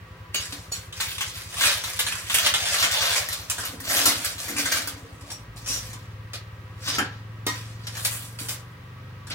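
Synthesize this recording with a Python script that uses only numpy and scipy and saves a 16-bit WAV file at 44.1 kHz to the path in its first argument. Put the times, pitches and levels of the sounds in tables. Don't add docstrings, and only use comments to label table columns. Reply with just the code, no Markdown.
import sys
import numpy as np
from scipy import signal
from scipy.fft import rfft, irfft, next_fast_len
from scipy.io import wavfile
from scipy.ndimage import uniform_filter1d

SR = 44100
rng = np.random.default_rng(int(sys.argv[2]) if len(sys.argv) > 2 else 0)


def transcribe(u):
    v = np.clip(np.atleast_2d(u).T, -1, 1)
    q = np.round(v * 32767).astype(np.int16)
    wavfile.write(sys.argv[1], SR, q)


def invert_db(level):
    return 10 ** (np.asarray(level, dtype=float) / 20)


N = 411894


def rms_one(x):
    return x / np.sqrt(np.mean(x ** 2) + 1e-20)


def in_time(rows, outside=None):
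    s, *columns = np.transpose(rows)
    t = np.arange(N) / SR
    return [np.interp(t, s, column, outside, outside) for column in columns]


def at_hz(points, hz):
    table = np.array(points)
    return np.interp(np.log(np.maximum(hz, 1)), np.log(table[:, 0]), table[:, 1])


def drift(rate, size=1):
    knots = rng.standard_normal(400)
    return np.interp(np.arange(0, N, size) / SR * rate, np.arange(400), knots)


def ring(clicks, hz, t60):
    r = invert_db(-60 / (t60 * SR))
    w = 2 * np.pi * min(hz, .45 * SR) / SR
    return signal.lfilter([0, np.sin(w)], [1, -2 * r * np.cos(w), r * r], clicks + 1e-18)


def struck(clicks, modes, longest=9):
    return sum(invert_db(db) * ring(clicks, hz, min(t60, longest)) for hz, db, t60 in modes)


def grains(per_s, spread_db, n=N):
    sizes = invert_db(spread_db * np.minimum(rng.exponential(1, n), 5))
    signed = sizes * rng.choice([-1, 1], n)
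    return signed * (rng.random(n) < per_s / SR)


def moves(rows, rest_db):
    t = np.arange(0, N + 32, 32) / SR
    s, db, rise, fade = np.transpose(rows)[:, :, None]
    each = db - 20 * np.maximum((s - t) / rise, (t - s) / fade)
    leading = np.maximum(each.max(axis=0), rest_db)
    return np.interp(np.arange(N) / SR, t, leading)


def wide(mid, side, hz):
    side = signal.sosfilt(signal.butter(1, hz, "high", fs=SR, output="sos"), side)
    return np.array([mid + side, mid - side])


# f/Hz, level/dB per Hz
FAN_AIR = [(50, 3.5), (150, 6.5), (230, -11.5), (350, 0), (700, -8.5), (1200, -6.5), (2000, -8.5),
           (2600, -10), (4900, -21), (8000, -30), (14000, -30), (15600, -23)]
# f/Hz, width/Hz, level/dB rms
FAN_CASING = [(275.4, 9.4, -65), (519, 11, -61), (998, 6.9, -63.5), (1147, 34, -61.5), (1270, 50, -62.5),
              (1605, 45, -64.5), (1880, 71, -62.5)]


def fan():
    size = next_fast_len(N)
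    hz = np.arange(size // 2 + 1) * SR / size
    white = rng.standard_normal((4, N))
    air = irfft(rfft(white[:2], size) * invert_db(at_hz(FAN_AIR, hz)), size)[:, :N]
    air = invert_db(-50.5) * air / np.std(air[0])
    hums = 0
    for f, width, db in FAN_CASING:
        hums = hums + invert_db(db) * np.array([rms_one(ring(w, f, 2.85 / width)) for w in white[2:]])
    motor_hz, motor_db = 167.3, -53.5
    motor = invert_db(motor_db + 0.48 * drift(1.0)) * np.sin(2 * np.pi * motor_hz * np.arange(N) / SR)
    return wide(*(air + hums), hz=1070) + motor


# t/s, firing rate f/Hz
ENGINE_SPEED = [
    (0, 10.849),
    (.5, 10.27),
    (5.25, 10.445),
    (5.45, 12.295),
    (5.65, 14.856),
    (5.85, 15.298),
                (6.0, 16.8),
    (6.27, 18.3),
    (6.46, 17.5),
    (6.72, 17.1),
    (6.96, 20.4),
    (7.24, 21.9),
    (8.08, 22.4),
    (8.78, 24.0),
    (9.34, 24.7),
]
# t/s, tailpipe level/dB
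ENGINE_EFFORT = [(0, -48), (5.3, -49), (5.46, -44.5), (6.14, -39.5), (6.4, -43), (7.08, -38), (7.22, -40.5),
                 (8.11, -37), (8.25, -41), (8.43, -39), (8.71, -44), (9.03, -38.5), (9.34, -38.5)]
# firing rate f/Hz, header and silencer level/dB against the tailpipe
EXHAUST_BALANCE = [(10.7, 5.5, -4), (12.5, -12, -1.5), (15.9, -12, -2), (17.4, 0.5, -14), (19, -5.5, -19),
                   (21.9, -17, -27), (25, -9, -16)]
# f/Hz, level/dB, t60/s
TAILPIPE = [(109.2, 4.5, 0.42), (115.8, 5, 0.3), (121, -19, 0.31), (142, -5, .18), (187, -4.5, 0.13),
            (227.5, -12, 0.15)]
# f/Hz, level/dB, t60/s
HEADER_PIPE = [(77.4, 7, 0.066), (96.8, -2, 0.14)]
# f/Hz, level/dB, t60/s
SILENCER = [(215, -6, .12), (52.7, -3, 0.17), (58.5, -1, 0.54), (76, 3, 0.14)]


def engine():
    speed = in_time(ENGINE_SPEED)[0]
    turns = -0.1077 + np.cumsum(speed) / SR
    fired = np.flatnonzero(np.diff(np.floor(turns)))
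    luck = rng.standard_normal((200, 2))[:len(fired)] * (10 / speed[fired, None]) ** 2
    late = (.0012 * SR * luck[:, 0]).astype(int)
    pulses = np.zeros(N)
    pulses[np.clip(fired + late, 0, N - 1)] = -invert_db(0.5 * luck[:, 1])
    evened = pulses / np.sqrt(speed)
    rate, *shares = np.transpose(EXHAUST_BALANCE)
    header_db, boom_db = (np.interp(speed, rate, db) for db in shares)
    pipe_db = in_time(ENGINE_EFFORT)[0]
    pipe, header, boom = (rms_one(struck(evened, modes)) for modes in (TAILPIPE, HEADER_PIPE, SILENCER))
    out = invert_db(pipe_db) * (pipe - invert_db(header_db) * header + invert_db(boom_db) * boom)
    return signal.sosfilt(signal.butter(3, [41, 260], "band", fs=SR, output="sos"), out)


# t/s, peak level/dB
LANDINGS = [(0.344, -47), (0.527, -36), (5.299, -43.5), (5.7, -39), (5.93, -45), (6.336, -49), (6.884, -37),
            (6.984, -24.5), (7.466, -28), (8.044, -45), (8.412, -34), (8.493, -43), (9.305, -37)]
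# t/s, peak level/dB, time to rise 20 dB/s, time to fade 20 dB/s
TRAY_NUDGES = [
    (3.614, -44.5, 0.06, .26),
    (3.738, -40.5, .05, .06),
    (3.924, -37, 0.01, 0.18),
    (4.068, -32, 0.26, 0.13),
    (4.258, -53, 0.2, 1.2),
    (4.5, -35.5, 0.05, .3),
    (4.57, -36, 0.12, 0.1),
    (4.752, -44, 0.1, 0.66),
]
# f/Hz, level/dB, t60/s
TRAY_TONES = [(232, -66, 0.026), (260, 0.5, 0.08), (285, 5, 0.11), (322, 0, 0.1), (454.5, 1.5, 0.093),
              (695, -3.5, 0.03)]


def tray():
    pushes = np.zeros(N)
    pushes[[round(s * SR) for s, db in LANDINGS]] = invert_db(np.array(LANDINGS)[:, 1] - 6.5)
    rumble = invert_db(moves(TRAY_NUDGES, rest_db=-120) + 2.0) * rms_one(struck(grains(300, 3.0), TRAY_TONES))
    out = struck(pushes, TRAY_TONES) + rumble
    return signal.sosfilt(signal.butter(2, 190, "high", fs=SR, output="sos"), out)


# t/s, peak level/dB
TONG_TOUCHES = [
    (0.3451, -12),
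    (0.7191, -22),
    (5.3163, -24),
    (6.9835, -20),
    (7.4667, -12.5),
]
# f/Hz, level/dB, t60/s (played at most 0.055 long)
TONG_RINGS = [
    [(2930, 2, .09), (2800, -2, .04), (4550, 3, 0.086), (5370, -8, .03), (6480, 3, 0.025),
     (6800, -4, 0.037)],
    [(3050, -24, .06), (4380, 4.5, 0.13), (4560, 1, .04), (5620, 2, 0.082), (6880, 3.5, .06),
     (7700, 1, .06), (10300, 2, 0.04)],
    [(5560, 3, 0.028), (5800, 1, 0.038), (7760, 2, 0.041), (9000, -10, .06), (10310, -5, .08)],
    [(510, 2.5, 0.033), (940, 2, 0.032), (1450, 10, 0.041), (1600, 18.5, 0.025), (2230, -1, 0.058),
     (3100, 0, 0.061)],
    [(1010, -2, 0.19), (1250, -2, 0.077), (1880, -1.5, 0.14), (2100, -4, .05), (3050, -14, 0.044),
     (3750, -3, 0.035), (4400, -4, 0.03), (5730, -2, 0.04), (7560, -4, 0.033)],
]


def tongs():
    out, t = np.zeros(N), np.arange(12000) / SR
    for (s, db), modes in zip(TONG_TOUCHES, TONG_RINGS):
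        i = round(s * SR)
        contact = .35 * grains(1200, 3.0, len(t)) * np.exp(-t / .02)
        contact[0] = 1
        crack = 2.2 * rng.standard_normal(len(t)) * np.exp(-t / 0.004)
        out[i:i + len(t)] += invert_db(db - 12.0) * (struck(contact, modes, longest=.055) + crack)
    return out


# f/Hz, level/dB per Hz
PAPER_COLOUR = [(210, -44), (350, -1), (430, -4.5), (738, 2.5), (878, -5.5), (1350, 0.5), (4030, 3.5),
                (4950, 3), (15500, -6.5)]
# t/s, slack low-tone level/dB, crisp high-tone level/dB
PAPER_GRIP = [(.35, -30, -10.5), (.6, -3, -5), (1.03, -38, -7), (1.6, -17, -10), (2.3, -18, -7.5),
              (2.9, -11, -11), (3.95, -10, -5.5), (4.7, -16.5, -8), (5.3, 0.5, -8.5), (5.75, -15, -3),
              (6.3, -9.5, -13.5), (6.9, -22, -10), (7.0, -4, -23), (7.4, -26, -11.5), (7.88, -12, -12.5),
              (8.05, -13.5, 1.5), (8.51, -9, 0.5), (9.3, -15, -30)]
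# t/s, peak level/dB, time to fade 20 dB/s
PAPER_TUGS = [(.349, -24.5, 0.0253), (.36, -35, 0.29), (.528, -39.5, 0), (.722, -38.5, 0.16),
              (.93, -43, .6), (1.005, -29, .28), (1.209, -37, 0.8), (1.842, -33.5, 0.8),
              (1.998, -22.5, .055), (2.086, -32, 0.15), (2.345, -22.5, .1), (2.468, -26.5, .15),
              (2.66, -27.5, 0.43), (3.517, -31, 0.04), (4.06, -20.5, 0.16), (4.255, -30, .11),
              (4.385, -34.5, 0.5453), (4.584, -27, .28), (4.719, -22.5, .15), (4.879, -38.5, .15),
              (5.57, -45.5, 0.13), (5.672, -34.5, .3), (6.343, -36.5, 0.04), (6.99, -32, 0.02),
              (7.472, -29, .07), (7.5, -36, 0.24), (8.053, -33, 0.2241), (8.393, -40.5, 0.2),
              (8.49, -33.5, 0.09), (9.272, -48, .3), (9.306, -33, .06)]
# t/s, peak level/dB, time to rise 20 dB/s, time to fade 20 dB/s
PAPER_PULLS = [
    (1.66, -21, 0.1449, 0.18),
    (2.79, -26, .6, .45),
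    (2.385, -22, 0.12, 0.19),
    (3.163, -25, 1.1, 0.11),
    (3.332, -38.5, 0.8, 0.26),
    (3.654, -35.5, .3, 0.17),
    (3.95, -21, 0.1032, 0.33),
    (5.31, -51.5, .3, 0.2),
    (6.886, -29, .07, 0.1854),
    (7.98, -39.5, 0.19, 0.32),
]


def paper():
    tug_rise_s = 0.009
    tugs = [(s, db, tug_rise_s, fade) for s, db, fade in PAPER_TUGS]
    level_db = moves(PAPER_PULLS + tugs, rest_db=-69)
    body_db, crisp_db = np.array(in_time(PAPER_GRIP))[:, ::16]
    ticking = grains(3500 * invert_db(4.0 * drift(40.0)), spread_db=3.2)
    dealt = rng.integers(0, 3, N)
    out = 0
    for k, hz in enumerate(np.geomspace(450, 15500, 24)):
        low = np.interp(np.log(hz), np.log([900, 1700]), [1, 0])
        high = np.interp(np.log(hz), np.log([5000, 9000]), [0, 1])
        colour_db = low * (body_db + 11.0) + high * (crisp_db + 7.0) + 2.82 * drift(22.0, size=16)
        gain = invert_db(at_hz(PAPER_COLOUR, hz) + colour_db).repeat(16)[:N]
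        panel = rms_one(ring(ticking * (dealt == k % 3), hz, 7 / hz))
        out = out + (-1) ** (k // 3) * panel * np.sqrt(hz) * gain
    out = invert_db(level_db - 43.4) * out
    return signal.sosfilt(signal.butter(4, 520, "high", fs=SR, output="sos"), out)


def snaps(rows):
    out, t = np.zeros(N), np.arange(5000) / SR
    broad = signal.butter(2, [900, 9400], "band", fs=SR, output="sos")
    bright = signal.butter(2, [8500, 16000], "band", fs=SR, output="sos")
    swell = 1 - np.exp(-t / .0006)
    for s, db, hz, length, edge_db in sorted(rows):
        i = round(s * SR)
        fade = np.exp(-t / np.clip(length / 3, .001, .03))
        burst = grains(15000, 2.5, len(t)) * fade * swell
        burst[0] += 5
        panel = .2 * np.sqrt(min(hz / 3500, 1)) * ring(burst, hz, 12 / hz)
        edge = invert_db(edge_db + 1.0) * signal.sosfilt(bright, burst)
        crack = signal.sosfilt(broad, burst) + panel - edge
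        out[i:i + len(t)] += (invert_db(db + 1.0) * crack / np.abs(crack).max())[:N - i]
    return out


# t/s, peak level/dB, panel f/Hz
FOLD_TICKS = [(0.4544, -25, 7720), (1.011, -16, 3600), (1.1167, -21, 5490), (1.419, -27, 4590),
              (1.5418, -24, 1850), (1.5832, -17, 3280), (1.6544, -7, 4140), (1.7254, -14, 4100),
              (1.8381, -18, 3690), (1.9344, -21, 7470), (2.0034, -17, 4540), (2.0844, -19, 2340),
              (2.1894, -24, 2230), (2.3844, -8, 3470), (2.5391, -13, 3780), (2.7645, -13, 4490),
              (2.7994, -15, 4090), (2.8444, -16, 3900), (2.9137, -13, 3690), (2.9394, -15, 3430),
              (3.0544, -15, 3770), (3.3756, -27, 1400), (3.5128, -15, 6920), (3.8715, -24, 4100),
              (3.9394, -13, 1890), (3.9694, -9, 3410), (4.0556, -8, 1390), (4.0944, -10, 2140),
              (4.2182, -23, 1920), (4.583, -13, 2370), (4.722, -13, 1920), (4.7694, -17, 1440),
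              (4.8194, -20, 5300), (6.8834, -18, 4100), (6.9494, -21, 4850)]


def ticks():
    length_s, edge_db = .014, -10
    return snaps([(s, db + 6.0, hz, length_s, edge_db) for s, db, hz in FOLD_TICKS])


# t/s, peak level/dB, flake f/Hz
CRUST_CRACKS = [(.524, -16, 4530), (.717, -25, 6900), (5.21, -30, 1100), (5.303, -19, 6000),
                (5.5615, -29.5, 1010), (5.661, -18, 6100), (5.931, -21.5, 1100), (6.334, -16, 4800),
                (6.854, -33, 4670), (6.871, -25, 4100), (6.9835, -8, 2900), (7.869, -16, 5500),
                (7.953, -21.5, 2820), (7.97, -18.5, 1840), (8.388, -18, 4700), (9.2695, -26, 1650),
                (9.301, -20.5, 2120)]


def crust():
    length_s, edge_db = .034, -22
    return snaps([(*row, length_s, edge_db) for row in CRUST_CRACKS])


# t/s, peak level/dB, panel f/Hz, length/s
PAPER_CREASES = [(.9256, -20.5, 3900, .03), (1.001, -11.5, 4070, .062), (1.182, -12, 3520, .019),
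                 (1.208, -8.5, 3250, .044), (1.526, -23, 3300, .03), (1.5693, -14, 3800, .03),
                 (1.609, -5.5, 3660, 0.074), (1.637, -3, 3900, .085), (1.6711, 0, 4160, .012),
                 (1.839, -11.5, 3870, 0.025), (1.876, -18, 3670, 0.027), (2.066, -8, 4080, .03),
                 (2.123, -11, 3400, 0.03), (2.154, -10, 1580, .012), (2.298, -8, 3580, 0.04),
                 (2.4631, 1, 3450, .022), (2.5397, -3, 3770, 0.053), (2.655, -10, 3400, 0.043),
                 (2.744, -3, 2420, .015), (2.8254, -4.5, 3450, .09), (3.582, -14, 1760, .08),
                 (3.159, -6, 2300, .02), (3.895, -12, 2180, 0.066), (4.381, -19, 4000, .03),
                 (4.565, -11, 2600, .07), (4.6573, -8, 2010, .037)]


def creases():
    return snaps([(s, db, hz, length, -32 - .4 * db) for s, db, hz, length in PAPER_CREASES])


# t/s, peak level/dB, f/Hz
BELLY_POPS = [(1.536, -34, 721), (1.585, -30, 713), (1.618, -30, 571), (1.726, -30, 533), (1.897, -38, 533),
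              (2.466, -24, 786), (2.705, -31, 791), (2.795, -31, 942), (2.842, -27, 797), (3.026, -28, 654),
              (3.049, -27, 646)]


def pops():
    out, push = np.zeros(N), np.zeros(3000)
    push[:24] = np.hanning(24) / 12
    for s, db, hz in BELLY_POPS:
        i = round(s * SR)
        out[i:i + len(push)] += invert_db(db + 1.5) * ring(push, hz, t60=.022)
    return out


# t/s, peak level/dB, panel f/Hz, length/s
STUCK_SPOTS = [(1.9914, -4, 3800, .029), (2.3426, -0.5, 3300, 0.051), (3.287, -10, 2020, 0.015),
               (3.328, -9, 3900, .025), (3.499, -5, 7500, .027), (3.652, -12, 3100, 0.036),
               (3.802, -17, 1940, .018), (4.056, 0.5, 1270, 0.048), (4.246, -6.5, 2160, .027),
               (4.483, -16, 2170, 0.07), (4.874, -9, 1500, 0.025), (6.82, -38, 1130, .026),
               (7.4655, -8.5, 1290, .014), (8.049, -3.5, 5000, 0.039), (8.486, -12, 5540, .021)]


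def tears():
    edge_db = 0
    return snaps([(*row, edge_db) for row in STUCK_SPOTS])


# t/s, level/dB
TONG_DRAGS = [
    [(5.64, -47), (5.684, -27), (5.778, -29.5), (5.86, -57)],
    [(6.83, -54), (6.878, -25), (6.925, -29), (6.95, -28), (6.99, -39)],
]
# f/Hz, width/Hz (played at least 450 wide), level/dB
DRAG_TONES = [
    [(3550, 37, -32), (5870, 190, 12), (7170, 79, 7), (8100, 32, -7), (8840, 65, 1.5), (12700, 41, -10)],
    [(2150, 100, -4), (3800, 98, 4), (4950, 98, 6), (5700, 65, 3), (6860, 67, -10), (8330, 56, -9),
     (11600, 220, -18)],
]


def drags():
    out = 0
    for rows, peaks in zip(TONG_DRAGS, DRAG_TONES):
        slips = grains(3000, 4.0)
        arms = sum(invert_db(db) * rms_one(ring(slips, hz, 2.2 / max(width, 450))) for hz, width, db in peaks)
        out = out + invert_db(in_time(rows, outside=-120)[0] - 1.0) * rms_one(arms)
    return out


# f/Hz, t60/s
KITCHEN_DECAY = [(250, 0.32), (1000, .4), (4000, 0.23), (12000, 0.16)]


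def echoes():
    t = np.arange(SR // 2) / SR
    white = rng.standard_normal((2, 2, len(t)))
    late = 0
    for low in 125 * 2. ** np.arange(7):
        band = signal.sosfilt(signal.butter(2, [low, 2 * low], "band", fs=SR, output="sos"), white[0])
        t60 = at_hz(KITCHEN_DECAY, np.sqrt(2) * low)
        late = band * invert_db(-60 * t / t60) - late
    early = white[1] * np.exp(-t / .012)
    late = late * np.clip(t / .01, 0, 1)
    both = invert_db(-6) * rms_one(early) + invert_db(-7.5) * rms_one(late)
    out = wide(*both, hz=1030) / np.sqrt(2 * len(t))
    out[[0, 1], rng.integers(0, 9, 2)] += invert_db(-4.5)
    return out


def kitchen():
    places = 6
    spot = rng.integers(0, places, N // 1764 + 1).repeat(1764)[:N]
    spots = []
    for k in range(places):
        share = np.sqrt(np.clip(uniform_filter1d(1. * (spot == k), size=600), 0, 1))
        spots.append((share, echoes()))
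    return spots


def scene():
    air, street = fan(), engine()
    close = tray() + tongs() + paper() + ticks() + crust() + creases() + pops() + tears() + drags()
    size = next_fast_len(N + SR // 2)
    heard = sum(rfft(share * close, size) * rfft(paths, size) for share, paths in kitchen())
    room = irfft(heard, size)[:, :N]
    askew = invert_db(-23.0) * np.roll(street, 110) * [[1], [-1]]
    left, right = room + air + askew + street * invert_db(np.array([[.4], [-.4]]))
    return np.array([left, np.roll(right, 1)])


def band_limit(x):
    return signal.sosfilt(signal.butter(12, 16650, fs=SR, output="sos"), x)


def record(dry):
    cut = signal.sosfilt(signal.butter(3, 48, "high", fs=SR, output="sos"), dry)
    cut = signal.sosfilt(signal.ellip(10, .5, 33, 15850, fs=SR, output="sos"), cut)
    mix = 0.92 * np.tanh(cut / 0.88)
    return band_limit(mix)


dry = scene()
out = record(dry)
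transcribe(out)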